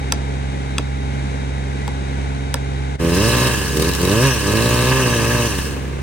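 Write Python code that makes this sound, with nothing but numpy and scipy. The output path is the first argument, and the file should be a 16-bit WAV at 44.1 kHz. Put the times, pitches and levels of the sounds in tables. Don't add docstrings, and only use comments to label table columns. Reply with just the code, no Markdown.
import sys
import numpy as np
from scipy import signal
from scipy.fft import rfft, irfft, next_fast_len
from scipy.io import wavfile
from scipy.ndimage import uniform_filter1d, map_coordinates

SR = 44100
rng = np.random.default_rng(int(sys.argv[2]) if len(sys.argv) > 2 else 0)


def wav_out(sig):
    wavfile.write(sys.argv[1], SR, np.round(np.clip(np.atleast_2d(sig).T, -1, 1) * 32767).astype(np.int16))


N = 265482

# (open [s], close [s], exhaust level [dB])
SQUEEZES = [(2.978, 3.484, -18), (3.719, 3.883, -18.5), (3.975, 4.273, -17.5), (4.424, 5.449, -18)]
# (time [s], speed [Hz])
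LONG_PULLS = [
    [(3.0, 82.4), (3.136, 86.2), (3.14, 86.6), (3.238, 110.6), (3.27, 118.2), (3.332, 121.2), (3.48, 127.4)],
    [(4.01, 87.4), (4.044, 90.1), (4.088, 95.0), (4.176, 115.2), (4.22, 128.7), (4.248, 136.4),
     (4.29, 138.4)],
    [(4.48, 100.3), (4.62, 117.9), (4.8, 122.0), (4.99, 133.7), (5.03, 125.1), (5.212, 113.7),
     (5.33, 120.9), (5.45, 117.4)],
]
# (time [s], speed [Hz])
SHORT_PULL = [(3.78, 76), (3.852, 81.5), (3.911, 96)]
# (start [s], end [s], weak-turn loss [0-1])
MISFIRE_SPELLS = [(3.252, 3.499, 0.43), (3.729, 3.91, 0.26), (3.987, 4.083, 0.2), (4.42, 4.524, 0.36),
                  (4.555, 4.871, 0.33), (4.874, 5.039, 0.12), (5.039, 5.456, 0.29)]
# (frequency [Hz], gain [dB])
MUFFLER_EQ = [(40, -8), (80, -11), (122, -3), (165, 1.5), (205, 1.5), (260, 3.5), (320, 4), (415, 3),
              (490, 2), (545, -0.5), (615, 1), (720, -26.5), (1000, -40), (1400, -11), (6000, -86.5)]
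# (frequency [Hz], gain [dB])
LUGGING_EQ = [(110, -6.5), (160, -1), (250, -3.5), (410, -0.5), (500, -2.5), (600, -10)]
# (frequency [Hz], gain [dB])
PIPE_EQ = [(40, -15), (80, -2.5), (125, -2), (150, 2.5), (230, -16), (600, -77.5)]
# (time [s], level [dB])
BACKFIRES = [(3.771, -15), (3.797, -16), (3.823, -14.5), (3.95, -16.5), (4.016, -19)]
# (frequency [Hz], gain [dB])
HOUSING_EQ = [(300, -41), (740, -12.5), (900, -1), (990, 2), (1200, 3.5), (1380, -3.5), (1560, -2),
              (1700, -4.5), (1930, -12), (2200, 1), (2350, -4), (2670, 7), (2950, -1.5), (3500, -17),
              (9000, -25.5)]
# (frequency [Hz], gain [dB])
RING_EQ = [(1000, -3.5), (1700, -8.5), (3000, -12.5)]
# (frequency [Hz], width [Hz], level [dB])
PANEL_MODES = [(1672, 110, -2), (2666, 150, -6.5), (2880, 87, -7.5)]
# (time [s], level [dB])
DRIVE_CURVE = [(3.0, -9), (3.09, -3.5), (3.14, 0.5), (4.75, -1), (4.95, -2), (5.65, -1.5), (5.8, -14),
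               (6.0, -21.5)]
# (frequency [Hz], gain [dB])
CHAIN_EQ = [(1500, -8), (3400, -5), (4100, -0.5), (4700, 1), (6100, 2), (6900, 4), (8000, 6), (9000, 6),
            (10800, -3), (11800, 0.5), (13300, -8), (14300, 0), (15600, 2.5)]
# (frequency [Hz], width [Hz], level [dB])
BAR_MODES = [(4220, 150, -6.5), (5070, 240, 7.5), (5700, 160, 4.5), (6220, 250, 5), (8880, 310, 2.5)]
# (start [s], end [s], ring [Hz], level re chain [dB])
SCRAPE_SPELLS = [(3.05, 3.45, 5230, -13), (3.098, 3.45, 4050, -13), (3.72, 4.12, 6480, -28),
                 (4.17, 4.37, 5840, -5), (4.18, 4.88, 4340, -20), (4.9, 5.506, 6060, -11)]
# (start [s], end [s], level [dB])
CHATTER_SPELLS = [(3.252, 3.437, -33), (3.764, 3.93, -31), (4.002, 4.11, -30.5), (4.471, 4.89, -32)]
# (frequency [Hz], gain [dB])
CLACK_EQ = [(1000, -35), (1750, -4), (2400, -4), (3500, -1), (3950, 11.5), (4450, -2), (4950, 2),
            (5500, -4), (9000, -9), (15000, -7)]
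# (frequency [Hz], coherence [0-1])
SAW_COHERENCE = [(100, 0.95), (600, 1), (1500, 0.98), (2800, 0.81), (4200, 0.39), (5000, 0.41),
                 (9000, 0.26), (11800, 0.45), (15000, 0.18)]
# (frequency [Hz], left over right [dB])
SAW_BALANCE = [(60, -5), (110, -0.5), (200, -2), (380, -1), (700, -5), (900, 1.5), (1700, 0), (2200, -4),
               (3400, -1.5), (3850, 4.5), (4300, -.5), (5000, 1), (5800, 7), (7000, 3.5), (8500, -7),
               (10200, -7.5), (11500, 0)]
# (frequency [Hz], left lead [rad])
SAW_LEAD = [(1300, 0), (2250, -1.2), (2950, 1.1), (3500, -0.7), (4200, 1.7), (5500, 3.7), (6600, 2.4),
            (7500, -0.8), (9000, -2), (12000, 0)]
# (time [s], trunk [dB], wedge [dB], crack [dB], thud [dB],
# fall-off from strongest knock [dB/octave], strongest knock [Hz], strong ring [Hz], strong ring [Hz])
HAMMER_BLOWS = [(0.122, -8.5, 2, -7, -16, 8.4, 1320, 5000, 6050),
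                (.782, -10, -0.5, -16.5, -13, 10.5, 1140, 3560, 2670),
                (1.878, -9.5, -19, -19, -36, 24, 845, 2640, 3420),
                (2.541, -10.5, -4, -6, -17.5, 5.9, 944, 4990, 8300)]
# (frequency [Hz], level [dB], t60 [s])
WEDGE_MODES = [(2620, 1, 0.0091), (3350, -2, 0.013), (3820, -3.5, 0.01), (4950, -1, 0.013),
               (6050, 2.5, 0.008), (7700, -8.5, 0.012), (8300, 2, 0.0086)]
# (frequency [Hz], level [dB], t60 [s])
TRUNK_MODES = [(534, 1.5, 0.043), (844, -6.5, 0.043), (950, -4.5, 0.037), (1110, -4, 0.024),
               (1340, -1.5, 0.029), (1740, 2, 0.019)]
# (frequency [Hz], level [dB], t60 [s])
THUD_MODES = [(151, -2, 0.027), (285, -0.5, 0.035), (408, 0, 0.027), (606, -2.5, 0.016)]
# (frequency [Hz], gain [dB])
CRACK_EQ = [(500, -4), (2500, 0), (4200, -1), (6800, -2), (8200, 1), (10200, -2.5), (12000, -6),
            (16000, -8)]
# (time [s], hum [dB], clatter [dB], whine [dB])
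DIESEL_CURVES = [(2.96, 0, -3.5, -2), (3.0, 0, -1.5, -13), (6.0, -3, -4.5, -12)]
# (harmonic [x firing rate], level [dB])
HUM_HARMONICS = [(1, -24.5), (2, -28), (3, -38.5), (4, -41.5), (6, -45.5)]
# (frequency [Hz], gain [dB])
CLATTER_EQ = [(25, -38), (40, -12), (58, -1.5), (95, -1), (165, -5), (220, 3), (330, -4), (430, -2.5),
              (650, -12), (850, -9.5), (1230, -14.5), (1550, -11), (1850, -14.5), (2150, -14), (2900, -19),
              (3800, -21.5), (4800, -27), (6500, -27), (9500, -31), (12500, -58)]
# (frequency [Hz], level [dB])
WHINE_TONES = [(430.7, -48.5), (721.4, -54), (812.9, -41.5), (1421, -54), (1491, -48.5), (2132, -52),
               (2299, -51), (3790, -49.5), (6385, -62)]
# (frequency [Hz], width [Hz], level [dB])
WHIRR_MODES = [(1980, 46, -49), (2144, 90, -48), (3810, 83, -59.5), (6380, 140, -63)]
# (frequency [Hz], coherence [0-1])
DIESEL_COHERENCE = [(100, 0.9), (500, 0.2), (1100, 0.69), (3000, 0.4), (8000, 0.03)]
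# (frequency [Hz], left over right [dB])
DIESEL_BALANCE = [(60, -1), (110, -7.5), (200, 0.5), (380, 0), (700, 8.5), (1290, 1), (2380, 1),
                  (4400, 5.5), (8120, 4.5), (15000, -7)]
# (frequency [Hz], t60 [s])
SHORE_T60 = [(200, 0.17), (2000, 0.21), (10000, 0.043)]

OPEN_S, CLOSE_S = 0.051, 0.043
IDLE_HZ, WORK_HZ = 41, 120


def chainsaw(start_s=2.99, fade_s=0.013):
    speed_hz = crank_speed()
    shut = 1 - sum(gate(open_s, close_s, OPEN_S, CLOSE_S) for open_s, close_s, _ in SQUEEZES)
    misfire = sum(loss * gate(start, end, 0.045, 0.045) for start, end, loss in MISFIRE_SPELLS)
    drive_db, = curves(DRIVE_CURVE)
    firings, snatches = firing_train(speed_hz, shut, misfire)
    blown = levelled(chamber(firings, round_trip_ms=2.9, reflection=-0.39))
    gas = levelled(puffs(firings, decay_s=0.0029, steady=0.6))
    saw = exhaust(firings, blown, gas, speed_hz, shut, misfire)
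    saw = saw + housing(blown, gas, speed_hz, shut, drive_db)
    saw = saw + chain(firings, speed_hz, shut, drive_db) + chatter(snatches)
    return placed(gate(start_s, N / SR, fade_s, fade_s) * saw, SAW_BALANCE, phase=SAW_LEAD)


def crank_speed(coast_s=0.29):
    t = np.arange(N) / SR
    speed_hz = np.full(N, float(LONG_PULLS[0][0][1]))
    for (open_s, close_s, _), pull in zip(SQUEEZES, [LONG_PULLS[0], SHORT_PULL, *LONG_PULLS[1:]]):
        driven_hz, = curves([(open_s, speed_hz[round(open_s * SR)])] + list(pull))
        coasting = np.exp(-np.maximum(t - close_s, 0) / coast_s)
        speed_hz = np.where(t < open_s, speed_hz, IDLE_HZ + (driven_hz - IDLE_HZ) * coasting)
    return speed_hz


def firing_train(speed_hz, shut, misfire, lag_ms=1.1, snatch_scatter_db=6):
    turns = np.cumsum(speed_hz * (1 + 0.003 * wobble(30))) / SR
    count = np.arange(1, int(turns[-1]))
    odd = count % 2
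    at = np.interp(count, turns, np.arange(N))
    index = at.astype(int)
    size_draw, time_draw, snatch_draw = rng.standard_normal((len(at), 3)).T
    loss = np.clip(misfire[index], 0, 1)
    scatter_db = 1.3 + 1.8 * misfire[index] + 1.4 * shut[index]
    sizes = (1 - loss * odd) * amp(scatter_db * size_draw)
    jitter_ms = (0.03 + 0.12 * loss) * time_draw
    late_ms = lag_ms * loss * odd + jitter_ms
    snatches = (1 - odd) * amp(snatch_scatter_db * snatch_draw)
    return pulses(at + late_ms * SR / 1000, -sizes), pulses(at, snatches)


def exhaust(firings, blown, gas, speed_hz, shut, misfire, sag_db_per_s=3, low_hz=85, high_hz=114):
    t = np.arange(N) / SR
    level_db = shut * (-27 + 7 * np.log2(speed_hz / WORK_HZ))
    for open_s, close_s, db in SQUEEZES:
        driven_db = db - sag_db_per_s * (t - open_s) - 5 * misfire
        level_db += gate(open_s, close_s, OPEN_S, CLOSE_S) * driven_db
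    gas_db = -17 + 6 * np.sqrt(np.abs(misfire))
    bark = coloured(blown + amp(gas_db) * gas, MUFFLER_EQ)
    opened = np.clip((speed_hz - low_hz) / (high_hz - low_hz), 0, 1)
    bark = levelled(opened * bark + (1 - opened) * coloured(bark, LUGGING_EQ))
    boom = amp(-2) * (speed_hz / WORK_HZ) ** 1.64 * levelled(coloured(firings, PIPE_EQ))
    return amp(level_db) * (bark + boom)


def backfires(t60_s=0.029):
    out, t = np.zeros((2, N)), np.arange(SR // 20) / SR
    for at_s, db in BACKFIRES:
        spit = unit(coloured(rng.standard_normal((2, len(t))), [(800, 0), (5000, 1), (15000, -6.5)]))
        out[:, round(at_s * SR):][:, :len(t)] += amp(db - 60 * t / t60_s) * spit
    return out


def housing(blown, gas, speed_hz, shut, drive_db):
    octaves = np.log2(speed_hz / WORK_HZ)
    shaken = chamber(blown, round_trip_ms=1.3, reflection=0.4)
    shaken = levelled(chamber(shaken, round_trip_ms=4.3, reflection=0.52))
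    rasp_db = -25.5 + 9.5 * octaves - 5.5 * shut + 0.2 * drive_db + 1.3 * wobble(50)
    rasp = levelled(coloured(coloured(shaken, RING_EQ) + amp(-15.5) * gas, HOUSING_EQ))
    panel_db = -27 + 11 * octaves + 0.7 * drive_db
    panels = flaring(shaken + amp(-4) * gas, PANEL_MODES, flare_db=3, rate_hz=70)
    return amp(rasp_db) * rasp + amp(panel_db) * panels


def chain(firings, speed_hz, shut, drive_db):
    level_db = -26.5 + 5 * np.log2(speed_hz / WORK_HZ) - 1.4 * shut + drive_db
    links = puffs(firings, decay_s=0.013, steady=4.9) * amp(1.3 * wobble(400) + wobble(70))
    hiss = amp(-0.5) * levelled(coloured(links, CHAIN_EQ))
    bar = amp(-9) * unit(flaring(links, BAR_MODES, flare_db=2.5, rate_hz=30))
    return amp(level_db) * (hiss + bar + scrapes(links) + amp(-6) * tinkles())


def scrapes(links, width_hz=91, fade_s=0.051):
    out = sum(amp(db) * gate(start_s, end_s, fade_s, fade_s) * unit(resonance(links, hz, width_hz))
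              for start_s, end_s, hz, db in SCRAPE_SPELLS)
    return out * amp(1.8 * wobble(25))


def tinkles(per_s=480, low_hz=3800, high_hz=6700, mean_t60_s=0.055, range_db=14, size=2048):
    count = round(per_s * N / SR)
    when, pitch, softness, life = rng.random((count, 4)).T[:, :, None]
    t = np.arange(size) / SR
    hz = low_hz * (high_hz / low_hz) ** pitch
    envelopes = amp(-range_db * softness - 60 * t / (mean_t60_s * (0.5 + life)))
    index = ((when * N).astype(int) + np.arange(size)).ravel()
    channels = []
    for phase in rng.standard_normal((2, count, 1)):
        rings = envelopes * np.sin(2 * np.pi * hz * t + phase)
        channels.append(np.bincount(index, rings.ravel(), N)[:N])
    return unit(np.array(channels))


def chatter(snatches, fade_s=0.051):
    clacks = puffs(snatches, decay_s=0.0052, steady=0.15)
    gain = sum(amp(db) * gate(start_s, end_s, fade_s, fade_s) for start_s, end_s, db in CHATTER_SPELLS)
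    return gain * unit(coloured(clacks, CLACK_EQ))


def wedge_blows(attack_s=0.0012, crack_t60_s=0.01, knock_lag_s=0.0012, thud_lag_s=0.0135):
    out, t = np.zeros((2, N + SR)), np.arange(SR // 8) / SR
    onset = 1 - np.exp(-t / attack_s)
    for at_s, trunk_db, wedge_db, crack_db, thud_db, db_per_oct, knock_hz, *strong_hz in HAMMER_BLOWS:
        wood = [(hz, db - db_per_oct * abs(np.log2(hz / knock_hz)), t60) for hz, db, t60 in TRUNK_MODES]
        miss_oct = lambda hz: np.abs(np.log2(hz / np.array(strong_hz))).min()
        wedge = [(hz, db - 6 * min(1, miss_oct(hz) / 0.22), t60) for hz, db, t60 in WEDGE_MODES]
        crack = unit(coloured(rng.standard_normal((2, len(t))), CRACK_EQ)) * amp(-60 * t / crack_t60_s)
        strike = amp(wedge_db - 2) * ringing(wedge, t) + amp(crack_db + 2) * crack
        knock = amp(trunk_db - 3) * ringing(wood, t)
        thud = sum(amp(thud_db + db - 60 * t / t60) * np.sin(2 * np.pi * hz * t)
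                   for hz, db, t60 in THUD_MODES)
        for lag_s, sound in (0, strike), (knock_lag_s, knock), (thud_lag_s, thud):
            out[:, round((at_s + lag_s) * SR):][:, :len(t)] += sound * onset
    return out[:, :N]


def diesel(firing_hz=67.66, repeat_share=0.24, throb=0.11):
    hum_db, clatter_db, whine_db = curves(DIESEL_CURVES)
    firings = np.cumsum(firing_hz * (1 + 0.0005 * wobble(4))) / SR
    harmonic = lambda k: np.sqrt(2) * np.sin(2 * np.pi * (k * firings + rng.random()))
    hum = sum(amp(db + hum_db + 0.86 * wobble(6.8)) * harmonic(k) for k, db in HUM_HARMONICS)
    cycle_size = round(3 * SR / firing_hz)
    cycle_index = (firings / 3 * cycle_size).astype(int) % cycle_size
    repeating = np.sqrt(repeat_share) * rng.standard_normal((2, cycle_size))[:, cycle_index]
    fresh = np.sqrt(1 - repeat_share) * rng.standard_normal((2, N))
    knocks = (repeating + fresh) * (1 + throb * np.cos(2 * np.pi * firings))
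    clatter = unit(coloured(spread(knocks, DIESEL_COHERENCE), CLATTER_EQ))
    clatter *= amp(-26.5 + clatter_db + 0.58 * wobble(4.5))
    return placed(hum + clatter + amp(whine_db) * whines(), DIESEL_BALANCE, lead_ms=0.47)


def whines(drift_hz=2, flutter_db=1.2):
    tone = lambda hz: np.sqrt(2) * np.sin(2 * np.pi * np.cumsum(hz + drift_hz * wobble(24.94)) / SR)
    tones = sum(amp(db + flutter_db * wobble(60)) * tone(hz) for hz, db in WHINE_TONES)
    return tones + flaring(rng.standard_normal(N), WHIRR_MODES, flare_db=3, rate_hz=14)


def shore_echo(x, delay_s):
    hz, t, noise = signal.stft(rng.standard_normal((2, SR // 4)), SR, nperseg=256)
    tail = signal.istft(noise * amp(-60 * t / along(SHORE_T60, hz)[:, None]), SR, nperseg=256)[1]
    tail = np.pad(tail / np.linalg.norm(tail[0]), ((0, 0), (round(delay_s * SR), 0)))
    return signal.fftconvolve(x, tail, axes=1)[:, :N]


def chamber(x, round_trip_ms, reflection):
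    def response(hz):
        trip = np.exp(-2j * np.pi * hz * round_trip_ms / 1000)
        return (reflection + trip) / (1 + reflection * trip)
    return filtered(x, response)


def puffs(train, decay_s, steady):
    tails = signal.lfilter([1], [1, -np.exp(-1 / (decay_s * SR))], np.abs(train))
    return spread(rng.standard_normal((2, N)), SAW_COHERENCE) * (levelled(tails) + steady)


def ringing(modes, t):
    out = 0
    for hz, db, t60_s in modes:
        phase = 2 * np.pi * rng.random() + 0.55 * rng.standard_normal((2, 1))
        envelope = amp(db + rng.normal(0, 1) - 60 * t / t60_s)
        out = out + envelope * np.sin(2 * np.pi * hz * rng.normal(1, 0.006) * t + phase)
    return out


def flaring(x, modes, flare_db, rate_hz):
    return sum(amp(db + flare_db * wobble(rate_hz)) * levelled(resonance(x, hz, width_hz))
               for hz, width_hz, db in modes)


def resonance(x, hz, width_hz):
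    return signal.lfilter(*signal.iirpeak(hz, hz / width_hz, SR), x)


def pulses(at, sizes):
    taps = np.floor(at)[:, None].astype(int) + np.arange(-7, 9)
    offset = taps - at[:, None]
    shape = np.sinc(offset) * np.cos(np.pi * offset / 16) ** 2
    return np.bincount(np.clip(taps, 0, N).ravel(), (sizes[:, None] * shape).ravel(), N + 1)[:N]


def spread(pair, coherence):
    def shares(hz):
        likeness = along(coherence, hz)
        return np.sqrt([(1 + likeness) / 2, (1 - likeness) / 2])
    mid, side = filtered(pair, shares)
    return np.array([mid + side, mid - side])


def placed(x, balance, lead_ms=0, phase=((1000, 0),)):
    half = np.array([[0.5], [-0.5]])
    lead_rad = lambda hz: 2 * np.pi * hz * lead_ms / 1000 + along(phase, hz)
    return filtered(x, lambda hz: amp(half * along(balance, hz)) * np.exp(1j * half * lead_rad(hz)))


def coloured(x, eq, size=4096):
    cepstrum = irfft(np.log(amp(along(eq, np.fft.rfftfreq(size, 1 / SR)))))
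    cepstrum[1:size // 2] *= 2
    cepstrum[size // 2 + 1:] = 0
    impulse = irfft(np.exp(rfft(cepstrum)))
    return signal.oaconvolve(np.atleast_2d(x), impulse[None], axes=1)[:, :x.shape[-1]]


def filtered(x, response):
    size = 2 * next_fast_len(x.shape[-1] // 2 + 4096)
    return irfft(rfft(x, size) * response(np.fft.rfftfreq(size, 1 / SR)), size)[..., :x.shape[-1]]


def levelled(x, size=SR // 20):
    power = np.mean(np.atleast_2d(x) ** 2, axis=0)
    smoothed = uniform_filter1d(uniform_filter1d(power, size), size)
    return x / np.sqrt(np.abs(smoothed) + 1e-12)


def wobble(rate_hz):
    grid = np.arange(int(N * rate_hz / SR + 2) * 10) / 10
    knots = rng.standard_normal(int(grid[-1]) + 2)
    return np.interp(np.arange(N) * rate_hz / SR, grid, map_coordinates(knots, [grid]))


def gate(start_s, end_s, rise_s, fall_s):
    t = np.arange(N) / SR
    return np.clip((t - start_s) / rise_s, 0, 1) * np.clip(1 - (t - end_s) / fall_s, 0, 1)


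def curves(rows):
    times_s, *columns = np.transpose(rows)
    return [np.interp(np.arange(N) / SR, times_s, column) for column in columns]


def along(points, hz):
    knots_hz, values = np.transpose(points)
    return np.interp(np.log(hz + 1), np.log(knots_hz + 1), values)


def amp(db):
    return 10 ** (np.asarray(db) / 20)


def unit(x):
    return x / np.sqrt(np.mean(x ** 2) + 1e-20)


def scene():
    saw = chainsaw() + backfires()
    blows = wedge_blows()
    scattered = coloured(saw, [(120, -6), (500, -0.5)])
    saw_echo = amp(-11) * shore_echo(scattered, delay_s=0.006)
    blow_echo = amp(-18.5) * shore_echo(blows, delay_s=0.011)
    return saw + saw_echo + blows + blow_echo + diesel()


def record(dry, dip_db=-13.5, low_cut_hz=37, top_hz=15900):
    dip = gate(start_s=2.958, end_s=2.984, rise_s=0.013, fall_s=0.013)
    low_cut = signal.butter(4, low_cut_hz, "highpass", fs=SR, output="sos")
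    return filtered(signal.sosfilt(low_cut, dry * amp(dip_db * dip)), lambda hz: hz < top_hz)


dry = scene()
out = record(dry)
wav_out(out)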